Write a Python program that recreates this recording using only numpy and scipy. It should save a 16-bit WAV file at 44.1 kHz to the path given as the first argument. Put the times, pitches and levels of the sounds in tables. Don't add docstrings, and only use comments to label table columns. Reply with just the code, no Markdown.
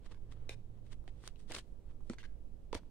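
import sys
import numpy as np
from scipy import signal
from scipy.fft import rfft, irfft
from scipy.io import wavfile
from scipy.ndimage import uniform_filter1d

SR = 44100
rng = np.random.default_rng(int(sys.argv[2]) if len(sys.argv) > 2 else 0)


def store_pcm(level_fs):
    pcm = np.round(np.clip(level_fs, -1, 1) * 32767).astype(np.int16)
    wavfile.write(sys.argv[1], SR, np.atleast_2d(pcm).T)


N = 127890

TICK_BANDS_HZ = (1000, 3000, 9000, 12000)
# frequency_hz, gain_db
TICK_COLOUR = [(80, 2.5), (300, 3.5), (700, -2), (1200, -3), (1600, 0), (2300, -2.5), (4200, -2),
               (5700, -4), (7000, -6), (9600, -4.5), (10800, -8.5), (12000, -5), (16000, -17.5)]
# frequency_hz, likeness (correlation of left and right), left_over_right_db
HANDLING_STEREO = [(204, 0.87, 0.5), (910, 0.95, -3.5), (1930, 0.63, -0.5), (3040, 0.1, -.5),
                   (5100, -0.29, 1), (10300, -0.23, -0.5)]
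TICK_RISE_S = 0.0014


def tick(bands_db, decay_s, size=2048):
    t, hz = np.arange(size) / SR, freqs(size)
    envelope = (1 - np.exp(-t / TICK_RISE_S)) * np.exp(-t / decay_s)
    spectra = rfft(rng.standard_normal((2, size)) * envelope)
    flat = []
    for spectrum in spectra:
        power = uniform_filter1d(abs(spectrum) ** 2, size=90)
        flat.append(spectrum * causal(-10 * np.log10(power + 1e-12)))
    colour_db = read(list(zip(TICK_BANDS_HZ, bands_db)), hz) + read(TICK_COLOUR, hz)
    burst = irfft(spread(*flat, hz, HANDLING_STEREO) * causal(colour_db))
    return burst * np.cos(np.pi / 2 * t / t[-1]) ** 2


TICKS = [(.0620, -22.5, -35, -38, -64, .0015, -13.5, 0.016), (0.145, -28, -36, -44, -58, .0012, 1, 0.035),
         (0.4917, -19.5, -16, -19, -44, 0.0022, 1.5, 0.051), (1.04, -32, -60, -53, -49, 0.0011, -1, 0.03),
         (1.0775, -22, -23.5, -40, -61, 0.00082, 0, 0.016),
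         (1.2384, -18.5, -41, -41, -58, .0012, -8.5, 0.05),
         (1.276, -17.5, -15.5, -12.5, -28, 0.00087, -15, 0.005),
         (1.2872, -35, -27, -46, -56, 0.0004, -6, .01), (1.3585, -47, -30.5, -52, -55, 0.00055, 2, .01),
         (1.511, -12.5, -19, -48, -52, 0.0018, -5, .04), (1.5200, -15, -18, -11, -34, 0.00039, -15, 0.029),
         (1.523, -22.5, -11.5, -36, -30, 0.0017, -10, 0.054),
         (1.538, -39, -26, -22, -40, .0003, 11.5, 0.053),
         (1.5463, -14.5, -12.5, -16, -34, 0.0015, -2, 0.047),
         (1.5496, -20.5, -7.5, -15.5, -37, 0.0011, -8, 0.062),
         (1.562, -15, -9.5, -23, -45, 0.0031, -17, 0.016), (1.5690, -16, -28, -19, -36, 0.0013, -11, 0.045),
         (1.584, -26, -28, -21, -39, 0.0036, -13, 0.0096), (1.5895, -49, -13, -32, -44, 0.0015, -9, 0.0046),
         (2.006, -28, -53, -46, -64, 0.0036, -12, .01), (2.097, -18, -20.5, -21, -57, 0.0014, 2, 0.046),
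         (2.1343, -17.5, -26.5, -32, -52, 0.00078, 4.5, 0.0055),
         (2.1847, -40, -27, -40.5, -56, 0.0015, 13, .035),
         (2.2297, -29.5, -33.5, -46, -60, 0.00065, 12.5, 0.028),
         (2.2394, -43, -29.5, -40, -59, 0.0012, 10, .021),
         (2.7283, -21.5, -11.5, -24, -49, 0.0013, 0.5, 0.059),
         (2.7458, -14, -18, -17, -40, 0.00041, -5, 0.03), (2.748, -6.5, -28, -28, -44, 0.0022, -6, 0.046),
         (2.7489, -14, -10.5, -16, -28, 0.0018, -3.5, 0.028),
         (2.833, -29, -56, -65, -68, 0.00069, -8, .006)]


def ticks():
    out = np.zeros((2, N))
    for start_s, *bands_db, decay_s, room_db, hold_s in TICKS:
        add(out, start_s, room(tick(bands_db, decay_s), room_db, hold_s))
    return out


# time_s, level_db
SLIDE = [(1.475, -73.5), (1.504, -53.5), (1.53, -58), (1.545, -50), (1.57, -58.5), (1.587, -50),
         (1.596, -57), (1.62, -84), (1.66, -92)]
# peak_s, rise_s, fall_s, level_db, tilt_db_per_octave
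RUBS = [(.03, 0.018, .02, -72.5, -5), (.063, 0.014, 0.0086, -60, -1.5), (0.121, 0.013, 0.011, -58.5, -2.5),
        (0.324, 0.009, 0.0072, -59.5, -.5), (.39, 0.13, 0.14, -69, -6), (.77, 0.034, 0.034, -76.5, -4),
        (0.869, .02, 0.035, -75, 0), (.930, .011, 0.0057, -55.5, 0), (1.087, 0.011, 0.0066, -65.5, 0.5),
        (1.211, 0.065, 0.018, -75.5, 0.5), (1.268, 0.023, 0.017, -56.5, 1), (1.399, .015, 0.028, -69, 3),
        (1.68, 0.022, 0.056, -86, 13), (1.91, 0.038, 0.012, -69.5, -4), (2.071, 0.021, 0.06, -76.5, 3),
        (2.765, 0.0049, 0.007, -64, 3)]
RUB_ROOM_DB, RUB_HOLD_S = -9, 0.015


def rubbing(size=16384):
    out, t = np.zeros((2, N)), np.arange(size) / SR
    for peak_s, rise_s, fall_s, level_db, tilt_db in RUBS:
        start_s = max(peak_s - t[-1] / 2, 0)
        from_peak_s = start_s + t - peak_s
        time_constants = np.maximum(-from_peak_s / rise_s, from_peak_s / fall_s)
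        add(out, start_s, friction(level_db - 20 * np.log10(np.e) * time_constants, tilt_db))
    times_s, levels_db = np.transpose(SLIDE)
    slide_db = np.interp(times_s[0] + t, times_s, levels_db, right=-np.inf)
    add(out, times_s[0], friction(slide_db, tilt_db=0.3))
    return room(out, RUB_ROOM_DB, RUB_HOLD_S)[:, :N]


# frequency_hz, gain_db
FRICTION_COLOUR = [(100, -19.5), (400, 9.5), (700, -4.5), (1200, 2.5), (1600, -1), (1950, 2), (2400, -1.5),
                   (3300, 2), (4800, -2.5), (6800, -7.5), (8800, -4), (10800, -19), (16000, -30)]
GRAINS_PER_S, GRAIN_SPREAD_DB = 1600, 2
SMOOTH_SHARE = 0.54
CLUMP_DB, CLUMP_S = 2, 0.0027


def friction(level_db, tilt_db):
    size = len(level_db)
    hz = freqs(size)
    sizes_db = GRAIN_SPREAD_DB * np.minimum(rng.exponential(1, size), 4)
    slips = (rng.random(size) < GRAINS_PER_S / SR) * amp(sizes_db)
    drift = uniform_filter1d(rng.standard_normal(size), size=round(CLUMP_S * SR))
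    clumps = amp(CLUMP_DB * unit(drift))
    grain = np.sqrt(SMOOTH_SHARE + (1 - SMOOTH_SHARE) * unit(slips) ** 2)
    drive = unit(clumps * rng.standard_normal((2, size)) * grain)
    colour = amp(read(FRICTION_COLOUR, hz) + tilt_db * np.log2(np.maximum(hz, 500)))
    spectra = spread(*rfft(drive), hz, HANDLING_STEREO) * unit(colour)
    return irfft(spectra, size) * amp(level_db)


CARD_LOW = [(1.002, 1), (1.38, 0.92), (2.0, 0.94)]
# ratio (to the pop's pitch), level_db (added to overtones_db), t60_s
CARD_HIGH = [(5.55, 0.5, .017), (8.43, -1, 0.012), (14.2, -7, 0.0062), (23.2, -7, 0.0047)]
# start_s, pitch_hz, t60_s, first_mode_db, second_mode_db, third_mode_db, overtones_db, room_db, hold_s
POPS = [(0.4936, 438, 0.012, -34, -41.5, -56, -37, -2.5, 0.048),
        (1.079, 357, 0.023, -45.5, -58.5, -53, -57.5, -15, 0.017),
        (1.5, 334, 0.062, -45.5, -46.5, -56, -55, -20, 0.043),
        (2.0990, 236.3, 0.063, -30, -34.5, -44, -40.5, -16, 0.058),
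        (2.7304, 466, 0.017, -25.5, -61, -28, -49, -4, 0.043),
        (2.7500, 297, 0.042, -35, -65, -43, -56, -11, 0.024),
        (2.758, 78, .06, -35, -59, -57, -65, -10, .03)]


def card_pops():
    out = np.zeros((2, N))
    for start_s, pitch_hz, t60_s, *low_db, overtones_db, room_db, hold_s in POPS:
        modes = []
        for (ratio, t60_share), level_db in zip(CARD_LOW, low_db):
            modes.append((pitch_hz * ratio, level_db, t60_s * t60_share))
        for ratio, level_db, high_t60_s in CARD_HIGH:
            modes.append((pitch_hz * ratio, overtones_db + level_db, high_t60_s))
        add(out, start_s, room(ring(modes), room_db, hold_s))
    return out


CLIP_MODES = [(1, -1, 0.03), (1.23, 6, 0.011), (1.62, -22, .014), (1.95, -9, 0.017), (2.33, -9, 0.024),
              (2.74, -7.5, 0.029), (3.73, -8.5, 0.044), (4.8, -26, 0.024), (6.02, -28, 0.052)]
RINGS = [(2.1845, 1640, -49.5, -0.5, -1, 0.027), (2.2305, 1570, -54, -1.5, 2.5, 0.027),
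         (2.2388, 1650, -51, -23, 11, 0.016)]


def clip_rings():
    out = np.zeros((2, N))
    for start_s, pitch_hz, level_db, tilt_db, room_db, hold_s in RINGS:
        modes = []
        for ratio, mode_db, t60_s in CLIP_MODES:
            modes.append((pitch_hz * ratio, level_db + mode_db + tilt_db * np.log2(ratio), t60_s))
        add(out, start_s, room(ring(modes), room_db, hold_s))
    return out


def ring(modes, size=6000):
    t, out = np.arange(size) / SR, np.zeros((2, size))
    ears = np.array([[1], [-1]])
    for hz, level_db, t60_s in modes:
        lag = np.arccos(np.clip(read(HANDLING_STEREO, hz), -1, 1)) / 2
        side_db = read(HANDLING_STEREO, hz, axis=2) / 2
        decay = amp(level_db + ears * side_db - 60 * t / t60_s)
        onset = np.minimum(2 * hz * t, 1)
        out += decay * np.sin(2 * np.pi * hz * t + ears * lag) * onset
    return out


# frequency_hz, gain_db
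ROOM_COLOUR = [(100, -25), (500, -2), (1000, -3.5), (2500, -2), (6000, -3.5), (10000, -4), (16000, 6)]
ROOM_ONSET_S, ROOM_T60_S = 0.0062, 0.42
CUT_RELEASE_S, CUT_DB = 0.0041, -17.5


def room(x, room_db, hold_s, size=8192):
    t, hz = np.arange(size) / SR, freqs(size)
    noise = rfft(rng.standard_normal((2, size)))
    taps = irfft(spread(*noise, hz, HANDLING_STEREO) * amp(read(ROOM_COLOUR, hz)))
    shape = np.minimum(t / ROOM_ONSET_S, 1) ** 2 * amp(-60 * t / ROOM_T60_S)
    cut = np.maximum(np.exp(-np.maximum(t - hold_s, 0) / CUT_RELEASE_S), amp(CUT_DB))
    wet = signal.fftconvolve(x, taps * cut * shape / np.linalg.norm(shape), axes=1)
    return np.pad(x, ((0, 0), (0, size - 1))) + amp(room_db) * wet


# frequency_hz, density_db (per Hz)
FLOOR = [(8, 12), (20, 0), (32, -7), (54, -2.5), (78, -13.5), (105, -15.5), (150, -18), (220, -21),
         (330, -24.5), (480, -27.5), (700, -35.5), (1100, -44.5), (1800, -52.5), (3000, -52.5), (6000, -58),
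         (8500, -58), (11000, -62), (16000, -63.5)]
# frequency_hz, likeness, left_over_right_db
FLOOR_STEREO = [(29, 0.87, -9), (70, 0.29, -8.5), (147, 0.53, -4), (383, 0.48, -2.5), (1210, 0.2, -2),
                (4000, 0.067, -0.5), (12000, 0.042, 0)]
FLOOR_DB, FLOOR_PATCH_DB = -46.5, 0.62


def room_noise():
    hz = freqs(N)
    spectra = spread(*rfft(rng.standard_normal((2, N))), hz, FLOOR_STEREO)
    noise = unit(irfft(spectra * amp(read(FLOOR, hz)) * np.minimum(hz / 10, 1), N))
    frames = signal.stft(noise, nperseg=1024)[2]
    drift = uniform_filter1d(rng.standard_normal(frames.shape[1:]), size=12, axis=0)
    patches = unit(uniform_filter1d(drift, size=4, axis=1))
    noise = signal.istft(frames * amp(FLOOR_PATCH_DB * patches))[1][:, :N]
    return amp(FLOOR_DB) * noise


# time_s, level_db (rms)
HUM = [(0, -76), (.25, -58), (.42, -53.5), (.7, -56.5), (.95, -57), (1.2, -64.5), (1.8, -68.5),
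       (2.031, -59), (2.3, -67), (2.9, -72.5)]
HUM_HZ, HUM_WAVER_HZ, HUM_LEFT_DB = 108.66, 3.5, -5


def hum():
    waver = unit(uniform_filter1d(rng.standard_normal(N), size=4000))
    tone = np.sqrt(2) * np.sin(2 * np.pi * np.cumsum(HUM_HZ + HUM_WAVER_HZ * waver) / SR)
    tone = tone * amp(np.interp(np.arange(N) / SR, *np.transpose(HUM)))
    return tone * amp([[HUM_LEFT_DB], [0]])


def amp(db):
    return 10 ** (np.asarray(db) / 20)


def unit(x):
    return x / np.sqrt(np.mean(x ** 2) + 1e-20)


def read(points, hz, axis=1):
    table = np.array(points, float)
    return np.interp(np.log(hz + 1), np.log(table[:, 0] + 1), table[:, axis])


def freqs(size):
    return np.fft.rfftfreq(size, 1 / SR)


def add(mix, start_s, sound):
    part = mix[:, max(round(start_s * SR), 0):][:, :sound.shape[1]]
    part += sound[:, :part.shape[1]]


def causal(db):
    log_gain = np.log(amp(np.concatenate([db, db[-2:0:-1]])))
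    return np.exp(np.conj(signal.hilbert(log_gain)))[:len(db)]


def spread(a, b, hz, table):
    likeness = np.clip(read(table, hz), -1, 1)
    side = amp(read(table, hz, axis=2) / 2)
    shared, apart = a * np.sqrt((1 + likeness) / 2), b * np.sqrt((1 - likeness) / 2)
    return np.array([(shared + apart) * side, (shared - apart) / side])


def scene():
    handling = ticks() + rubbing() + card_pops() + clip_rings()
    return handling + room_noise() + hum()


def record(dry):
    low_pass = signal.firwin(511, 15900, window=("kaiser", 8), fs=SR)
    return signal.oaconvolve(dry, low_pass[None], "same")


dry = scene()
out = record(dry)
store_pcm(out)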